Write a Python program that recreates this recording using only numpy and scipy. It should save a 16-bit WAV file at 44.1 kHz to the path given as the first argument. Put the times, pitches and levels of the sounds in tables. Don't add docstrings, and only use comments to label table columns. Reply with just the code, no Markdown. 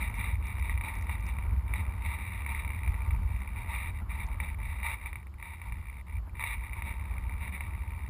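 import sys
import numpy as np
from scipy import signal
from scipy.fft import rfft, irfft
from scipy.io import wavfile
from scipy.ndimage import uniform_filter1d

SR = 44100
rng = np.random.default_rng(int(sys.argv[2]) if len(sys.argv) > 2 else 0)


def output_pcm(signal):
    pcm = np.clip(np.atleast_2d(signal).T, -1, 1) * 32767
    wavfile.write(sys.argv[1], SR, np.round(pcm).astype(np.int16))


N = 356769
TIME = np.arange(N) / SR
TURN_HZ = 70.18


def from_db(db):
    return 10 ** (np.asarray(db) / 20)


def rms_one(x):
    return x / np.sqrt(np.mean(x ** 2) + 1e-20)


def butter(x, hz, kind, order=2):
    sections = signal.butter(order, hz, kind, fs=SR, output="sos")
    return signal.sosfilt(sections, x + 1e-18)


def drift(per_s):
    white = rfft(rng.standard_normal(N))
    hz = np.fft.rfftfreq(N, 1 / SR)
    return rms_one(irfft(white / (1 + (hz / per_s) ** 2), N))


def noise(spectrum):
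    hz, db = np.transpose(spectrum)
    log_hz = np.log(np.fft.rfftfreq(N, 1 / SR) + 1)
    gain = from_db(np.interp(log_hz, np.log(hz), db))
    return rms_one(irfft(rfft(rng.standard_normal(N)) * gain, N))


def clicks(times, sizes):
    at = np.clip(times * SR, 0, N - 1).astype(int)
    return np.bincount(at, sizes, N)


def die_away(impacts, decay_s):
    return signal.lfilter([1], [1, -np.exp(-1 / (decay_s * SR))], impacts + 1e-18)


def curve(rows):
    return np.interp(TIME, *np.transpose(rows))


def humps(rows):
    total = 0
    for middle, length, height in rows:
        phase = np.pi * np.clip((TIME - middle) / length, -.5, .5)
        total = total + height * np.cos(phase) ** 2
    return total


def held(start, length, attack_s, release_s):
    out = np.zeros(N)
    span = [start - 10 * attack_s, start + length + 10 * release_s]
    near = slice(*np.searchsorted(TIME, span))
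    since_start = TIME[near] - start
    attack = np.minimum(since_start, 0) / attack_s
    release = np.maximum(since_start - length, 0) / release_s
    out[near] = np.exp(attack - release)
    return out


# [t/s, level/dB before the trim and band filter]
TICKS = [(.1027, -52), (.154, -48), (.168, -50), (.4688, -46), (0.5934, -44), (.9532, -45), (.988, -52),
         (1.0111, -48), (1.0224, -44), (1.045, -50), (1.2067, -50), (1.2391, -59), (1.257, -51),
         (1.265, -41), (1.2895, -46), (3.3687, -57), (3.404, -54), (4.266, -41)]


def ticks(low_hz=4600, high_hz=7400, tick_db=1, tick_t60=0.0084):
    times, level_db = np.transpose(TICKS)
    impacts = clicks(times, from_db(level_db + tick_db))
    dying = die_away(impacts, tick_t60 / np.log(1000))
    return butter(dying * rng.standard_normal(N), [low_hz, high_hz], "band", order=3)


# [multiple of the turn rate, rms level/dB before its waver]
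HUM = [(1, -53), (5, -74.5)]


def motor(waver_db=3, speed_spread=0.0047):
    turn_hz = TURN_HZ * (1 + speed_spread * drift(8.8))
    angle = 2 * np.pi * np.cumsum(turn_hz) / SR
    hum = 0
    for multiple, db in HUM:
        level = np.sqrt(2) * from_db(db + waver_db * drift(22.0))
        hum = hum + level * np.sin(round(multiple) * angle)
    return hum


# [t/s, level/dB]
AIRFLOW = [(0, -49.5), (.45, -50), (1.1, -49.5), (1.9, -49), (2.4, -52), (3.15, -49), (3.55, -52.5),
           (4.45, -50), (4.9, -54.5), (5.3, -58.5), (6.1, -57.5), (7.25, -51), (8.09, -53)]
# [f/Hz, relative level/dB per Hz]
RUMBLE = [(15, -40), (30, -12.5), (42, -7.5), (54, 3), (68, 2.5), (80, -0.5), (97, -6.5), (118, -14),
          (138, -27.5), (192, -27), (220, -33.5), (400, -67)]
# [f/Hz, relative level/dB per Hz]
RUSH = [(90, -30), (140, -2.5), (195, 2.5), (220, -4.5), (300, -10.5), (440, -15.5), (720, -15.5),
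        (920, -9), (1050, -9.5), (1200, -11.5), (1500, -18.5), (2300, -23.5), (3000, -31), (5500, -73)]
# [middle t/s, length/s, rumble gain/dB]
GUSTS = [(.35, 0.17, 5), (.61, 0.087, 5), (.74, 0.21, 4.5), (1.54, 0.24, 7), (1.76, 0.15, 4.5),
         (2.08, 0.062, 8.5), (2.9, 0.12, 9.5), (3.1, 0.21, 5), (3.26, 0.44, 5.5), (4.7, 0.23, 3),
         (5.73, 0.25, 7), (6.17, 0.18, 9), (6.57, 0.16, 5), (7.2, 0.43, 2)]
# [middle t/s, length/s, rumble loss/dB]
CALMS = [(.89, 0.19, 6), (2.2, 0.6, 3.5), (3.45, 0.074, 11), (5.0, 0.1, 8), (5.42, 0.72, 3),
         (7.56, 0.22, 5.5)]
RUMBLE_DB, RUMBLE_FOLLOWS = -36, 0.98
RUSH_SPLIT_HZ, LOW_RUSH_FOLLOWS, HIGH_RUSH_FOLLOWS = 294, 1.07, 0.88


def wind(evenness=0.89, rush_db=-1.5, flutter_db=2.2):
    flow_db = curve(AIRFLOW)
    swing_db = flow_db - flow_db.mean()
    eddies = noise(RUMBLE)
    strength = np.sqrt(uniform_filter1d(eddies ** 2, SR // 12))
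    rumble_db = RUMBLE_DB + RUMBLE_FOLLOWS * swing_db + humps(GUSTS) - humps(CALMS)
    rumble = rms_one(eddies / strength ** evenness) * from_db(rumble_db)
    low = butter(noise(RUSH), RUSH_SPLIT_HZ, "low") * from_db(LOW_RUSH_FOLLOWS * swing_db)
    high = butter(noise(RUSH), RUSH_SPLIT_HZ, "high") * from_db(HIGH_RUSH_FOLLOWS * swing_db)
    rush_level = from_db(flow_db.mean() + rush_db + flutter_db * drift(35))
    return rumble + (low + high) * rush_level


# [f/Hz, width/Hz, relative level/dB]
AIRFRAME = [(916, 59, -0.5), (1170, 74, -7)]


def drone(ring, free, tone=0.5, drone_db=-2.5, airflow_db=-3, waver_db=0.5):
    stirred = 0
    for hz, width, db in AIRFRAME:
        resonator = signal.iirpeak(hz, hz / width, SR)
        mode = signal.lfilter(*resonator, rng.standard_normal(N))
        stirred = stirred + from_db(db) * rms_one(mode)
    harmonic = np.sqrt(2) * np.sin(2 * np.pi * 13 * TURN_HZ * TIME + drift(6))
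    steady = from_db(curve(AIRFLOW) + airflow_db + waver_db * drift(3.2)) * free
    return rms_one(stirred + tone * harmonic) * np.hypot(steady, ring) * from_db(drone_db)


# [f/Hz, width/Hz, level/dB before the contact low-pass, polarity]
HOUSING = [(959.6, 38, -8, 1), (1168, 171, -12, 1), (1958, 233, -2.5, 1), (2329, 127.6, 5, -1),
           (2770, 136, -7.5, 1), (3290, 68, -15.5, -1), (3540, 120, -7, 1), (3793, 128, -3, -1),
           (5380, 570, -22, 1)]


def housing(force, contact_hz=2060):
    out = 0
    for hz, width, db, polarity in HOUSING:
        r = np.exp(-np.pi * width / SR)
        poles = [1, -2 * r * np.cos(2 * np.pi * hz / SR), r * r]
        gain = np.sign(polarity) * from_db(db) * (1 - r * r) / 2
        out = out + gain * signal.lfilter([1, 0, -1], poles, force + 1e-18)
    return butter(out, contact_hz, "low")


def taps(shake, jitter_s=.00035, sway_s=.0007, uneven_db=2.5, bounce=0.8, bounce_s=0.000927,
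         tap_db=0.5, low_hz=1200, play_db=-63):
    turns = np.arange(.0118, N / SR, 1 / TURN_HZ)
    at = (turns * SR).astype(int)
    early, size, *rebounds = rng.standard_normal((len(turns), 4)).T
    times = turns + jitter_s * early + sway_s * drift(3.3)[at]
    swing = shake[at] * from_db(tap_db + uneven_db * size)
    sizes = np.maximum(swing - from_db(play_db), 0)
    force = clicks(times, sizes)
    for rebound in rebounds:
        times = times + bounce_s * np.exp(rebound / 2)
        sizes = bounce * sizes
        force = force + clicks(times, sizes)
    return butter(force * np.sqrt(SR / TURN_HZ / 2), low_hz, "high", order=1)


# [t/s, level/dB before the trim and softening]
KNOCKS = [(0.624, -31), (0.6952, -25.5), (0.7753, -29), (.8101, -25), (1.094, -23.5), (1.3856, -29),
          (1.737, -22.5), (2.463, -25.5), (2.6473, -27.5), (2.703, -28), (2.8329, -29), (2.876, -28),
          (2.942, -28.5), (3.1069, -28), (3.673, -35), (4.401, -22.5), (4.8303, -25.5), (5.059, -29),
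          (5.1295, -30), (5.156, -28), (5.229, -43), (5.2686, -40), (5.3394, -45), (5.4259, -27),
          (5.6157, -30.5), (5.722, -29.5), (6.294, -47), (6.3948, -25), (6.425, -24.5), (6.4379, -20.5),
          (6.7313, -29.5), (6.8211, -25.5), (7.181, -33.5), (7.6066, -24.5)]


def knocks(knock_db=2, judder=0.041, judder_t60=0.041):
    times, level_db = np.transpose(KNOCKS)
    blows = clicks(times, from_db(level_db + knock_db))
    dying = die_away(blows, judder_t60 / np.log(1000))
    return blows + judder * dying * rng.standard_normal(N)


# [start t/s, length/s, loss/dB]
SEATED = [(.37, 0.049, 10.5), (1.47, 0.2, 6), (3.165, 0.1, 4), (3.915, 0.017, 5), (4.013, 0.072, 16),
          (4.365, 0.021, 8), (4.55, 0.028, 13), (5.24, 0.13, 16), (6.02, 0.036, 41), (6.191, 0.15, 22),
          (7.345, 0.018, 7), (7.505, 0.0098, 20)]
LIFT_S, LIFT_LOSS_DB = .012, 3.5


def grip(close_s=0.0037, open_s=0.0042):
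    lifts = [(time - LIFT_S, LIFT_S, LIFT_LOSS_DB) for time, _ in KNOCKS]
    total_loss_db = 0
    for start, length, loss_db in list(SEATED) + lifts:
        total_loss_db = total_loss_db + loss_db * held(start, length, close_s, open_s)
    return from_db(-total_loss_db)


# [start t/s, length/s, chatter level/dB before grip, airframe ring level/dB before the drone trim]
BURSTS = [(0, 0.071, -40, -48), (0.174, .13, -41, -60), (0.444, 0.08, -48, -62), (0.649, 0.066, -43.5, -55),
          (0.85, 0.039, -39.5, -44), (0.905, 0.066, -50, -50), (1.097, 0.049, -43.5, -47),
          (1.283, 0.022, -46, -56), (1.734, 0.071, -43.5, -50), (2.049, 0.097, -40.5, -49),
          (2.189, 0.1, -45, -69), (2.315, 0.096, -46, -53.5), (2.49, .11, -43, -48.5),
          (2.863, 0.23, -65, -51), (3.572, 0.052, -47.5, -48.5), (3.696, 0.065, -39.5, -45),
          (3.766, 0.12, -42.5, -63), (4.106, 0.13, -47, -49.5), (4.407, 0.086, -47, -55),
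          (4.645, 0.19, -49.5, -58), (4.845, 0.092, -38, -41), (5.037, .05, -50, -51.5),
          (5.439, 0.1, -49, -52.5), (5.643, 0.052, -56, -50), (6.411, 0.13, -37, -49.5),
          (6.633, 0.036, -50, -54), (6.766, 0.03, -49, -49), (6.857, 0.055, -45.5, -51),
          (7.419, 0.13, -44.5, -73), (7.51, 0.16, -49, -60)]


def looseness(swell_s=0.017, settle_s=0.015):
    shapes = np.array([held(start, length, swell_s, settle_s) for start, length, _, _ in BURSTS])
    levels = from_db(np.array(BURSTS)[:, 2:].T)
    return np.sqrt(levels ** 2 @ shapes ** 2)


def chatter(strength, per_s=2400, uneven_db=2.5, chatter_db=0, jolts_per_s=90, settle_s=0.0056, steady=2.2):
    touches = rng.random(N) < per_s / SR
    unevenness = from_db(uneven_db * np.clip(rng.standard_normal(N), -2, 2))
    sides = rng.choice([-1, 1], N)
    jolts = rng.random(N) < jolts_per_s / SR
    flurry = die_away(jolts, settle_s)
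    hits = touches * unevenness * sides * (steady + flurry)
    return rms_one(hits) * strength * from_db(chatter_db)


# [t/s, relative tap level/dB]
SHAKE = [(0, -45.5), (.7, -46), (1.4, -48.5), (1.95, -50), (2.65, -44.5), (3.2, -50), (3.38, -48),
         (3.9, -48.5), (4.7, -48), (5.07, -48.5), (5.22, -53), (5.6, -51), (6.2, -50), (6.85, -48),
         (7.15, -49), (7.6, -49), (8.09, -51)]
IDLE_CHATTER_DB, IDLE_GROWTH = -57, 1.6


def rattle(loose, free, soft_hz=2500):
    response = housing(signal.unit_impulse(SR // 10))
    energy = np.linalg.norm(response)
    peak = np.abs(response).max()
    shake_db = curve(SHAKE)
    blows = taps(from_db(shake_db) * free) / energy + knocks() / peak
    idle = from_db(IDLE_CHATTER_DB + IDLE_GROWTH * (shake_db - shake_db.mean()))
    contacts = chatter(np.hypot(loose, idle) * free) / energy
    return housing(butter(blows, soft_hz, "low") + contacts)


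def scene():
    loose, ring = looseness()
    free = grip()
    mix = wind() + motor() + drone(ring, free) + rattle(loose, free)
    return mix[None]


def record(dry, hiss_db=-69, band_hz=5400, hold_hz=12000, cutoff_hz=15000):
    hiss = from_db(hiss_db) * rng.standard_normal(N)
    voltage = butter(dry + hiss, band_hz, "low", order=8)
    slow = signal.resample_poly(voltage, hold_hz, SR, axis=1)
    steps = np.repeat(slow, 4, axis=1)
    stepped = signal.resample_poly(steps, SR, 4 * hold_hz, axis=1)[:, :N]
    top_cut = signal.ellip(10, .1, 80, cutoff_hz, fs=SR, output="sos")
    return signal.sosfilt(top_cut, stepped + ticks())


dry = scene()
out = record(dry)
output_pcm(out)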